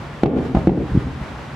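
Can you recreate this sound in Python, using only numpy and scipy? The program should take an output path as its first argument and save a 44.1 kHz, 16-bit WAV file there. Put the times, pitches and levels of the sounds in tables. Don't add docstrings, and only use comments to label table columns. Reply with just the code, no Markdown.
import sys
import numpy as np
from scipy import signal
from scipy.fft import rfft, irfft
from scipy.io import wavfile
from scipy.ndimage import uniform_filter1d, minimum_filter1d

SR = 44100
rng = np.random.default_rng(int(sys.argv[2]) if len(sys.argv) > 2 else 0)


def master(y):
    cut = np.clip(np.atleast_2d(y).T, -1, 1)
    pcm = np.round(cut * 32767)
    wavfile.write(sys.argv[1], SR, pcm.astype(np.int16))


N = 68355


def undb(db):
    return 10 ** (np.asarray(db) / 20)


def unit(x):
    return x / np.sqrt(np.mean(x ** 2))


def butter(x, order, hz, kind="low"):
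    return signal.sosfilt(signal.butter(order, hz, kind, fs=SR, output="sos"), x)


def colour(x, points):
    hz, db = np.array(points).T
    bins_hz = np.maximum(np.arange(N + 1) * SR / (2 * N), 1)
    gain = undb(np.interp(np.log(bins_hz), np.log(hz), db))
    cepstrum = irfft(np.log(gain))
    cepstrum[1:N] *= 2
    cepstrum[N + 1:] = 0
    return irfft(rfft(x, 2 * N) * np.exp(rfft(cepstrum)))[..., :x.shape[-1]]


def stereo_noise(wide_hz, side_db=0):
    hz = np.arange(N // 2 + 1) * SR / N + 71.8
    share = np.clip(undb(side_db) * .5 * hz / np.hypot(hz, wide_hz), 0, .9)
    mid, side = (irfft(rfft(rng.standard_normal(N)) * np.sqrt(w), N) for w in (1 - share, share))
    return np.array([mid + side, mid - side])


def drift(rate_hz):
    hold = int(SR / rate_hz)
    steps = rng.standard_normal(256)[np.arange(N) // hold % 256]
    return unit(uniform_filter1d(uniform_filter1d(steps, hold), hold))


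def fade(age, t60):
    return (age >= 0) * np.exp(-np.log(1000) * np.maximum(age, 0) / t60)


def ring(modes, age, pitch_ratio, decay_ratio=1):
    return sum(undb(db) * fade(age, t60 * decay_ratio) * np.exp(2j * np.pi * hz * pitch_ratio * age)
               for hz, db, t60 in modes)


# frequency_hz, density_db
WIND_SPECTRUM = [(20, -12), (35, -3.5), (55, -2), (90, -1), (140, 2), (220, -3), (450, -9), (750, -8.5),
                 (1100, -9.5), (2000, -16), (3200, -23), (5000, -30.5), (8000, -39), (12000, -48),
                 (16000, -58.5)]
# time_s, level_db
WIND_SWELL = [(0, -31.5), (.2, -32.5), (.52, -32), (.8, -35.5), (1.1, -32.5), (1.4, -31), (1.55, -34.5)]


def wind(t):
    noise = unit(colour(stereo_noise(wide_hz=2790, side_db=-3), WIND_SPECTRUM))
    swell_db = np.interp(t, *np.array(WIND_SWELL).T)
    flicker_db = 1.22 * drift(rate_hz=25.21)
    return noise * undb(swell_db + flicker_db)


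# pitch_hz, level_db
HUM_TONES = [(60, -50), (143, -40.5)]


def machine_hum(t, waver=0.45):
    hum = np.zeros(N)
    for hz, db in HUM_TONES:
        amplitude = undb(db) * np.sqrt(2) * (1 + waver * drift(rate_hz=14.84))
        hum += amplitude * np.sin(2 * np.pi * hz * t + waver * drift(rate_hz=15))
    return hum


# pitch_hz, level_db, t60_s
BODY_MODES = [(178.9, -2.5, 0.065), (232, -11, 0.048), (290, -8, 0.031), (318.1, -11.5, 0.11),
              (530, -10.5, .016), (632, -1.5, 0.0055), (755, -9, 0.046)]


def ball_body(age, pitch_ratio, decay_ratio):
    modes = ring(BODY_MODES, age, pitch_ratio, decay_ratio).real
    return butter(modes, order=1, hz=151, kind="high")


def ground_thump(age, pitch_hz=66, level_db=-12.5):
    tone = undb(level_db) * fade(age, t60=0.037) * np.cos(2 * np.pi * pitch_hz * age)
    return butter(tone, order=1, hz=2 * pitch_hz)


# pitch_hz, level_db, t60_s
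SHELL_MODES = [(714, 5.5, 0.04), (964, -8.5, 0.09), (1124, -16.5, 0.07), (1340, -13, 0.1)]


def shell_ring(age, pitch_ratio, level_db=-25):
    return undb(level_db) * ring(SHELL_MODES, age, pitch_ratio).imag


# frequency_hz, density_db
GRIT_SPECTRUM = [(400, -2.5), (800, 13.5), (1250, 0.5), (1600, -3), (2100, -1), (3500, -8.5), (6000, -23.5),
                 (10000, -36.5), (16000, -50)]


def grit_grains(size_spread=0.56, level_db=-35.5):
    grains = stereo_noise(wide_hz=2300) * np.exp(size_spread * rng.standard_normal(N))
    return undb(level_db) * unit(colour(grains, GRIT_SPECTRUM))


# start_s, level_db, contact_ms, thump_db, grit_db, yard_db, pitch_ratio, decay_ratio, shell_db
# (the later levels are relative to level_db)
THUDS_AND_KNOCKS = [(0.2339, 10.5, 1.65, 2, 16, 0, 1.06, 0.57, -3),
                    (0.2575, 3.5, 2.1, 5, 15.5, -8, 0.88, 2.3, -27),
                    (0.3658, -9, 3, -9, 9, -8.5, 0.92, 2.2, -19),
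                    (0.3817, -5, 2.4, -1, 13.5, -6, 0.78, 1.76, -19),
                    (0.5467, 4.3, 3.56, 3.5, 7, -5, 1.05, 0.88, 3),
                    (0.5633, -0.5, 5.05, 12.5, -3, -1.5, .93, 0.37, 7.5),
                    (0.5697, -5, 2.02, -1.5, 5.5, -6, .93, 0.77, 5.5),
                    (0.6719, 7.5, 1.9, 5.5, 7.5, -4, 0.993, 0.59, -10.5),
                    (0.6775, 1.5, 2.82, -2, -5.5, -6, 1.01, 1.9, -8.5),
                    (0.6928, -1.5, 1.95, 4.5, 8.5, -11, 1.05, 2.8, 5),
                    (0.7169, -1, 2.48, -3, -13, -10, 0.95, .73, -15),
                    (0.7763, -4, 2.1, -1, -6, -8.5, 1.01, 0.78, -18),
                    (0.9169, -2, 7, 14.5, -23.5, -1, 0.546, 1.4, -23),
                    (0.9447, -3, 4, 4, -11, -9.5, .89, 1.6, -28),
                    (0.9509, 1.5, 3.24, 7.5, -11, -7.5, 0.74, 0.2, -16),
                    (0.9616, -2, 2.89, 4, -14, -4, 0.83, 0.36, -23),
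                    (0.973, 5, 4.2, -2, -15, -15, 0.33, 0.45, -25),
                    (1.067, -10, 3.8, -15, -2, -3, 1.14, 0.59, -8),
                    (1.212, -7.5, 5.7, 12, 3, -6, 0.7, 0.67, -8)]


def thuds_and_knocks(t, grit_decay_contacts=17.8):
    grains = grit_grains()
    to_mic, to_walls = np.zeros((2, N)), np.zeros((2, N))
    for (start_s, level_db, contact_ms, thump_db, grit_db, yard_db,
         pitch_ratio, decay_ratio, shell_db) in THUDS_AND_KNOCKS:
        span = (t >= start_s) & (t < start_s + .3)
        age = t[span] - start_s
        contact_s = contact_ms / 1000
        progress = np.clip(age / contact_s, 0, 1)
        force = np.sin(np.pi * progress) ** 2
        onset = np.sin(np.pi * progress / 2) ** 2
        response = ball_body(age, pitch_ratio, decay_ratio) + undb(thump_db) * ground_thump(age)
        thud = -signal.fftconvolve(force / force.sum(), response)[:len(age)]
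        shell = undb(shell_db) * onset * shell_ring(age, pitch_ratio)
        settling = fade(np.maximum(age - contact_s, 0), t60=grit_decay_contacts * contact_s)
        crunch = undb(grit_db) * onset * settling * grains[:, span]
        sound = undb(level_db) * (thud + shell + crunch)
        to_mic[:, span] += sound
        to_walls[:, span] += undb(yard_db) * sound
    return to_mic, to_walls


# delay_s, level_db
WALL_SLAPS = [(.0150, -11.5), (.0230, -12), (.0305, -26), (0.046, -18)]
# frequency_hz, density_db
TAIL_SPECTRUM = [(40, -10), (80, 6.5), (135, 7.5), (190, -7.5), (265, 7), (330, -2), (450, 5), (750, -4),
                 (2000, -0.5), (10000, -19)]


def yard_echoes(sound, t, tail_db=-0.5, far_db=-13.5, far_delay_s=0.13, far_spread_s=0.018):
    slaps = np.zeros(N)
    for delay_s, level_db in WALL_SLAPS:
        slaps[int(delay_s * SR)] += undb(level_db)
    slaps = butter(slaps, order=1, hz=590)
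    far_wall = undb(far_db) * np.exp(-.5 * ((t - far_delay_s) / far_spread_s) ** 2)
    envelope = fade(t - 0.0088, t60=0.71) + far_wall
    envelope /= np.sqrt(np.sum(envelope ** 2))
    tail = colour(stereo_noise(wide_hz=2300, side_db=-9) * envelope, TAIL_SPECTRUM)
    response = slaps + undb(tail_db) * tail
    return irfft(rfft(sound, 2 * N) * rfft(response, 2 * N))[..., :N]


def limiter(sound, ceiling_db=-.5, hold_s=0.062, release_db_per_s=62, attack_s=.002):
    peak_db = 20 * np.log10(np.abs(sound).max(axis=0) + 1e-9)
    over_db = np.maximum(peak_db - ceiling_db, 0)
    half_hold = int(hold_s * SR / 2)
    held_db = -minimum_filter1d(-over_db, 2 * half_hold + 1, origin=half_hold, mode="constant")
    ramp_db = release_db_per_s * np.arange(N) / SR
    duck_db = np.maximum.accumulate(held_db + ramp_db) - ramp_db
    duck_db = uniform_filter1d(duck_db, int(attack_s * SR))
    return np.clip(sound * undb(-duck_db), -1, 1)


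def scene():
    t = np.arange(N) / SR
    to_mic, to_walls = thuds_and_knocks(t)
    return to_mic + yard_echoes(to_walls, t) + wind(t) + machine_hum(t)


def record(dry, top_hz=15800):
    microphone = butter(dry, order=2, hz=42.6, kind="high")
    top_cut = signal.ellip(8, .2, 70, top_hz, fs=SR, output="sos")
    return signal.sosfilt(top_cut, limiter(microphone))


dry = scene()
out = record(dry)
master(out)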